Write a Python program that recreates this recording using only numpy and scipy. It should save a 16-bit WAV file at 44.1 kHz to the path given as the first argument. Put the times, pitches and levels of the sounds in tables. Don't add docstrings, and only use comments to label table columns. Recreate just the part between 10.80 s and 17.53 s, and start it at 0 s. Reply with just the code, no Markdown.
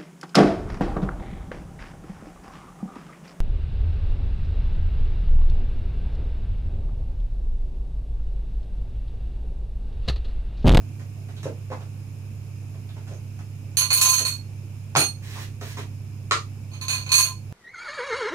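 import sys
import numpy as np
from scipy import signal
from scipy.fft import rfft, irfft
from scipy.io import wavfile
from scipy.ndimage import uniform_filter1d

SR = 44100
rng = np.random.default_rng(int(sys.argv[2]) if len(sys.argv) > 2 else 0)


def undo_db(level):
    steps = np.asarray(level, float) / 20
    return 10 ** steps


def file_out(sig):
    cols = np.atleast_2d(sig).T
    lim = np.clip(cols, -1, 1)
    pcm = np.round(lim * 32767).astype(np.int16)
    wavfile.write(sys.argv[1], SR, pcm)


N = 296604


def evened(x):
    return x / np.sqrt(np.mean(x ** 2) + 1e-20)


def read(points, hz):
    f, value = np.transpose(points)
    return np.interp(np.log(hz + 1), np.log(f + 1), value)


def add(mix, s, sound):
    part = mix[..., round(s * SR):][..., :sound.shape[-1]]
    part += sound[..., :part.shape[-1]]


def colour(points, tilt_db=0., body_hz=1000., body_db=0.):
    hz = np.fft.rfftfreq(2048, 1 / SR)
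    level_db = read(points, hz) + tilt_db * np.log2(np.clip(hz, 200, 12000) / 2000)
    level_db += body_db / (1 + ((hz - body_hz) / (body_hz / 5)) ** 2)
    cepstrum = irfft(np.log(undo_db(np.maximum(level_db, -100))))
    cepstrum[1:1024] *= 2
    cepstrum[1025:] = 0
    taps = irfft(np.exp(rfft(cepstrum)))[:1024]
    return taps / np.linalg.norm(taps)


def chatter(t60, spread_db=1.5, rise=0.0015):
    t = np.arange(round(.4 * SR)) / SR
    uneven_db = spread_db * np.minimum(rng.exponential(1, len(t)), 5)
    ticks = rng.standard_normal(len(t)) * undo_db(uneven_db)
    return evened(ticks) * undo_db(-60 * t / max(t60, .003)) * (1 - np.exp(-t / rise))


def stroke_db(t, start, length, rise_db, in_db_per_s, out_db_per_s):
    climb = rise_db * (np.clip((t - start) / max(length, .001), 0, 1) - 1)
    set_in = in_db_per_s * np.maximum(start - t, 0)
    let_go = out_db_per_s * np.maximum(t - start - length, 0)
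    return climb - set_in - let_go


def knocks(events, points, rise, blow, hollow_db, tilt_db):
    out = np.zeros(N)
    for s, peak_db, rattle_s, body_hz in events:
        drive = chatter(rattle_s, rise=rise)
        drive[20] += blow * np.linalg.norm(drive)
        bright_db = tilt_db + 1.5 * np.log2(body_hz / 1000)
        body = colour(points, bright_db, body_hz, hollow_db)
        add(out, s, undo_db(peak_db - 6.0) * signal.fftconvolve(drive, body))
    return out


# pitch_hz, likeness_0_to_1
LIKENESS = [(100, 1), (500, 0.78), (1000, 0.28), (2000, 0.0074)]


def alike(left, right, hz):
    same = np.clip(read(LIKENESS, hz), -1, 1)[:, None]
    return same * left + np.sqrt(1 - same ** 2) * right


# shaft_beats, level_db (rms), left_right_db
HUM_LINES = [(0, -36.5, -3.5), (1, -55.5, -1), (1.999, -44.5, -4), (3.001, -49.5, 2), (3.998, -79, 2)]
# pitch_hz, level_db (per Hz)
AIR_COLOUR = [(12, -55), (20, -27), (43, -24), (71, -4.5), (108, -20), (189, -15), (404, -28), (521, -32.5),
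              (2010, -43), (2370, -35.5), (3330, -46), (5210, -48.5), (10200, -46.5), (15200, -51.5),
              (16500, -82)]
# pitch_hz, width_hz, level_db (over the air)
VENT_WHISTLES = [(2600, 430, 3.5), (5220, 370, 10.5), (6660, 320, 7.5), (10300, 220, 4)]


def compressor():
    mains_hz, beat_hz, air_db = 99.96, 16.18, -46
    t = np.arange(N) / SR
    hum = np.zeros((2, N))
    for beats, db, pan_db in HUM_LINES:
        level = undo_db(db + np.array([[pan_db], [-pan_db]]) / 2) * np.sqrt(2)
        hum += level * np.sin(2 * np.pi * ((mains_hz + beats * beat_hz) * t + rng.random()))
    frames, hz = N // 256 + 5, np.fft.rfftfreq(1024, 1 / SR)
    a, b, c, d, patches = rng.standard_normal((frames, 513, 5)).T
    patches = evened(uniform_filter1d(uniform_filter1d(patches, 14, 0), 12, 1))
    whistle_db = sum(db / (1 + ((hz - f) / (width / 2)) ** 2) for f, width, db in VENT_WHISTLES)
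    left = a + 1j * b
    z = np.array([left, alike(left, c + 1j * d, hz)])
    z *= undo_db((read(AIR_COLOUR, hz) + whistle_db)[:, None] + 0.5 * patches)
    air = signal.istft(z, nperseg=1024, noverlap=768)[1][:, :N]
    return hum + undo_db(air_db) * evened(air)


# pitch_hz, t60_s
ROOM_DECAY = [(150, 0.34), (600, 0.2), (2000, 0.19), (5000, 0.23), (12000, 0.2)]


def kitchen(x):
    room_db, spacing = 4, 16
    slots = np.arange(300, SR // 2 - spacing, spacing)
    at = slots + rng.integers(0, spacing, (2, len(slots)))
    taps = np.zeros((2, SR // 2))
    np.put_along_axis(taps, at, rng.choice([-1., 1.], at.shape), 1)
    hz, t, z = signal.stft(taps, SR, nperseg=256)
    z[1] = alike(z[0], z[1], hz)
    tail = signal.istft(z * undo_db(-60 * t / read(ROOM_DECAY, hz)[:, None]), SR, nperseg=256)[1]
    power = abs(rfft(tail)) ** 2
    even = uniform_filter1d(power, size=400) / uniform_filter1d(power, size=30)
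    tail = irfft(rfft(tail) * np.sqrt(even), tail.shape[1])[:, :SR // 3]
    tail = tail / np.linalg.norm(tail[0])
    return x + undo_db(room_db) * signal.fftconvolve(x, tail, axes=1)[:, :N]


# start_s, peak_db, t60_s
WORKTOP_PUSHES = [
    (0.64, -18, 0.09),
    (2.595, -28, 0.16),
    (4.163, -11.5, 0.15),
]


def thuds():
    out, t = np.zeros(N), np.arange(SR // 3) / SR
    for s, peak_db, t60 in WORKTOP_PUSHES:
        swell = 1 - np.exp(-t / 0.013)
        add(out, s, undo_db(peak_db - 60 * t / t60) * swell * np.sin(2 * np.pi * 140 * t))
    return out


# start_s, peak_db, rattle_t60_s, body_hz
JAR_NUDGES = [(.01, -47, 0.22, 255), (.36, -54, 0.2, 704), (.565, -45.5, 0.12, 3750),
              (.655, -23.5, 0.03, 530), (.668, -28, 0.026, 990), (.901, -32, 0.1, 530),
              (.916, -29.5, 0.065, 1000), (.925, -38.5, .057, 1960), (2.089, -46, .055, 3560),
              (2.31, -36.5, 0.068, 576), (2.335, -49, .05, 6000), (3.19, -41.5, 0.1, 670),
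              (4.53, -47, .044, 880), (4.557, -37.5, 0.15, 1060), (4.628, -30, 0.025, 420),
              (4.83, -40, .05, 370), (4.988, -29.5, .024, 420), (6.702, -51, .08, 600)]
# start_s, peak_db, rattle_t60_s, body_hz
FINGER_TAPS = [(.195, -44, 0.075, 1350), (.486, -45, 0.1, 1310), (.63, -33, 0.042, 4000),
               (.701, -50, .029, 526), (1.005, -40, .072, 690), (1.94, -47, .065, 730),
               (2.165, -43, 0.11, 480), (2.268, -49, 0.32, 2430), (2.589, -39.5, 0.045, 1130),
               (3.4, -30.5, 0.08, 380), (4.812, -27.5, .041, 950), (4.97, -28, 0.071, 859)]
# pitch_hz, level_db (per Hz)
JAR_COLOUR = [(150, -31.5), (250, -3.5), (547, -7), (651, -4.5), (1010, -9), (2240, -16.5), (2810, -18),
              (3980, -25), (6940, -27.5), (14900, -47), (16000, -65)]


def jars():
    hollow = knocks(JAR_NUDGES, JAR_COLOUR, 0.00098, 0.16, hollow_db=13, tilt_db=-0.1)
    fingers = knocks(FINGER_TAPS, JAR_COLOUR, 0.0011, 0.15, hollow_db=0.5, tilt_db=0.9)
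    return undo_db(3.5) * (hollow + fingers)


# start_s, length_s, level_db, tightening_db, brightness_db_per_octave
LID_TURNS = [
    (4.425, 0.2, -41, 6.5, 1.7),
    (4.81, 0.11, -39, 1.9, 2.3),
    (4.962, .032, -42.5, 9.2, 0.6),
]
# pitch_hz, level_db (per Hz)
THREAD_COLOUR = [ (240, -26.5), (400, -2), (425, -4), (512, -17), (742, -8), (1090, -2), (1220, -13),
                 (1710, -0.5), (6950, -15.5), (15000, -23), (16000, -26)]


def lid_turning():
    out = np.zeros(N)
    for s, length, level_db, tighten_db, tilt_db in LID_TURNS:
        t = np.arange(-.02, .4, 1 / SR)
        grains = rng.standard_normal(len(t)) * undo_db(1.4 * rng.exponential(1, len(t)))
        rub = signal.fftconvolve(evened(grains), colour(THREAD_COLOUR, tilt_db))[:len(t)]
        grip_db = stroke_db(t, 0, length, tighten_db, in_db_per_s=3000, out_db_per_s=551.5)
        add(out, s + t[0], undo_db(level_db + tighten_db - 11.0 + grip_db) * rub)
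    return out


# start_s, peak_db, rattle_t60_s, body_hz
LID_HITS = [
    (5.5105, -3, 0.022, 1270),
    (5.5195, -5, 0.014, 1200),
    (5.513, -14.5, 0.024, 410),
]
# pitch_hz, level_db (per Hz)
LID_COLOUR = [(150, -36.5), (270, -21), (420, -4), (800, -14.5), (1350, -2.5), (2200, -6), (6200, -16),
              (9000, -24.5), (12600, -41), (16000, -61)]


def lid_set_down():
    return knocks(LID_HITS, LID_COLOUR, 0.00031, 0.37, hollow_db=8.5, tilt_db=0.5)


# start_s, peak_db, rattle_t60_s, body_hz
BOWL_HITS = [
    (4.152, -4.5, 0.015, 1060),
    (4.1605, -1.5, 0.02, 1240),
    (4.177, -13, 0.025, 308),
]
# pitch_hz, level_db (per Hz)
COUNTER_COLOUR = [(53, -64), (90, -18), (135, -11), (214, -14), (551, -7.5), (694, -4), (1240, -10.5),
                  (2000, -12), (4330, -18), (4950, -20), (9000, -37), (11700, -35), (19800, -120)]


def bowl_set_down():
    return knocks(BOWL_HITS, COUNTER_COLOUR, 0.00057, 0.6, hollow_db=7, tilt_db=0.45)


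# start_s, peak_db, swell_s, hold_s
RIM_DRAGS = [
    (2.97, -41, 0.014, .075),
    (3.112, -27, 0.15, 0.076),
    (3.385, -47, .012, 0.086),
    (5.999, -46, .022, 0.082),
    (6.294, -27.5, 0.032, .004),
    (6.357, -25, 0.04, 0.0043),
    (6.438, -39, 0.042, 0.041),
]
MODE_HZ = [1036, 2080, 2491, 3800, 4307, 4390, 5640, 6003, 6243, 6459, 6757, 6980, 7650, 8872, 9220, 9560,
           10150, 10330, 11553, 11744, 12300, 12600, 13200, 14150, 14500, 14948, 15339, 4497, 6558, 7690]


def low_ring():
    t = np.arange(N) / SR
    levels_db = []
    for s, peak_db, swell, hold in RIM_DRAGS:
        held = t - np.clip(t - s - swell, 0, hold)
        levels_db.append(peak_db + stroke_db(held, s, swell, 23.5, in_db_per_s=3000, out_db_per_s=428))
    level_db = np.max(levels_db, axis=0)
    waver = 0.71 * evened(uniform_filter1d(rng.standard_normal(N), 900))
    lead = np.array([[.6], [0]])
    return undo_db(level_db + 2.5) * np.sin(2 * np.pi * MODE_HZ[0] * t + waver + lead)


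# start_s, peak_db, chatter_t60_s, brightness_db_per_octave
SPOON_CONTACTS = [(2.9698, -4.5, 0.082, 2), (3.01, -12, 0.1, -2.5), (3.1043, -9, 0.16, -3.3),
                  (3.1289, -9.5, 0.15, 6.5), (3.1716, -9.5, .043, 0.3), (3.2124, 1, 0.04, 2.5),
                  (3.2499, -5.5, 0.087, 0.2), (3.287, -5, .081, 6.5), (3.3294, -7, 0.072, 1.5),
                  (3.3795, -8.5, 0.067, 0.5), (3.451, -13, .17, -1.3), (4.166, -9, 0.18, 3.1),
                  (4.1886, -11, 0.11, -2.5), (4.2144, -19, 0.072, -7), (5.915, -39.5, 0.11, -6),
                  (5.934, -35.5, 0.088, -5), (6.0123, -24, 0.11, -2), (6.0817, -15, 0.19, -2.5),
                  (6.0946, -16.5, 0.12, -3), (6.1291, -18, .14, -3), (6.182, -28.5, 0.2, -5),
                  (6.2631, -26.5, 0.098, -5.5), (6.2924, -26.5, 0.4, -4), (6.318, -3, 0.13, 0.3),
                  (6.3405, -6.5, 0.17, 0), (6.3805, -3.5, 0.154, 1.4), (6.404, -18, 0.065, 3),
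                  (6.44, -17, 0.11, -2.5)]
# level_db, t60_s, left_right_db
MODES = [(-10, 0.05, 5), (-41, 0.11, -15), (-1.5, 0.067, -1.5), (-39, 0.057, 6), (5.5, 0.079, -2.5),
         (3, 0.078, -4), (-30, .1, -10), (-34, 0.14, 12), (-16, 0.05, 33), (-5, 0.12, -10.5),
         (-7, 0.11, -3), (-27, 0.085, -26), (-11, 0.05, -1), (-2, 0.1, -3), (-14.5, 0.25, 13),
         (-21, 0.17, -7), (-47, 0.07, 0.1), (-6, 0.13, -1.5), (-6, 0.06, 0), (-24, 0.12, -3), (-25, .1, 23),
         (-10, 0.17, 3), (-34, .08, 2), (-12, 0.059, -2), (-9.5, 0.07, -5), (-35, 0.11, -4),
         (-18, 0.07, -11), (-24, .1, 9), (-14, 0.15, -3), (-14.5, 0.1, -5)]
# pitch_hz, lead_rad
PORT_LEAD = [(700, 0), (1036, .5), (2491, 3.5), (4307, 1.6), (6459, 4.3), (8872, 1.7), (15000, 3)]
# pitch_hz, level_db (per Hz)
CLACK_COLOUR = [(300, -38), (700, -23.5), (1400, -16), (2150, -19), (2800, -7.5), (3300, -13.5),
                (4300, -14.5), (5100, -22), (6500, -8), (8200, -16.5), (10000, -9.5), (15500, -28.5)]


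def spoon():
    clack_db, ring_db = -17 + 3.0, -39.5
    hz = np.array(MODE_HZ)[:, None]
    db, t60, pan_db = np.transpose(MODES)[:, :, None]
    t = np.arange(round(.4 * SR)) / SR
    ring, clack = np.zeros((2, N)), np.zeros(N)
    start = 2 * np.pi * rng.random(hz.shape) + np.array([read(PORT_LEAD, hz), 0 * hz])
    t60[2] = min(t60[2, 0], .08)
    t60 = np.minimum(t60, 1200 / hz)
    fades = undo_db(-60 * t / t60) * undo_db(np.array([pan_db, -pan_db]) / 2)
    spots = rng.standard_normal((len(SPOON_CONTACTS), len(MODES))) * (hz.T > 5000)
    for (s, peak_db, rattle_s, tilt_db), spot in zip(SPOON_CONTACTS, spots):
        share_db = db[:, 0] + tilt_db * np.log2(hz[:, 0] / 4300) + 3.5 * spot
        share_db[2] += 4.5
        detuned = hz * (1 + .012 * spot[::-1, None] * (hz > 7000))
        rings = fades * np.sin(2 * np.pi * detuned * t + start)
        drive = chatter(rattle_s, spread_db=3.5, rise=0.0026)
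        dry_db = 6 * np.log2(0.11 / rattle_s)
        hit = signal.fftconvolve(drive, colour(CLACK_COLOUR, tilt_db))
        add(clack, s, undo_db(peak_db + clack_db + dry_db) * hit)
        drive[20] += 0.69 * np.linalg.norm(drive)
        struck = signal.fftconvolve(drive[None], undo_db(share_db) @ rings, axes=1)
        add(ring, s, undo_db(peak_db + ring_db) * struck)
    return ring, clack


def scene():
    ring, clack = spoon()
    dull = clack + bowl_set_down() + lid_set_down() + jars() + lid_turning()
    late = np.roll(dull, 6)
    share = undo_db(-4)
    in_room = kitchen(share * ring + np.array([late, dull]))
    return (1 - share) * ring + in_room + low_ring() + thuds() + compressor()


def band_limit(x):
    return signal.sosfilt(signal.butter(12, 16820, fs=SR, output="sos"), x)


# pitch_hz, left_right_db
PORT_COLOUR = [(300, -1.5), (1000, -0.5), (2500, -0.7), (4300, -6), (5500, -5.5), (6500, -11.5), (8800, 1),
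               (12000, -4.5)]


def record(dry):
    edge_hz, recovery_db_per_s, threshold_db, duck_share = 15900, 28.0, -20.5, 0.28
    hz = np.fft.rfftfreq(N, 1 / SR)
    balance_db = read(PORT_COLOUR, hz) / 2
    ports = undo_db(np.array([balance_db, -balance_db])) / (1 + (hz / edge_hz) ** 60)
    x = irfft(rfft(dry) * ports, N)
    power_db = 10 * np.log10(abs(uniform_filter1d((x ** 2).mean(0), 800)) + 1e-12)
    fall = np.arange(N) * recovery_db_per_s / SR
    held_db = np.maximum.accumulate(power_db + fall) - fall
    over_db = np.maximum(held_db - threshold_db, 0)
    return band_limit(x / undo_db(duck_share * uniform_filter1d(over_db, 400)))


dry = scene()
out = record(dry)
file_out(out)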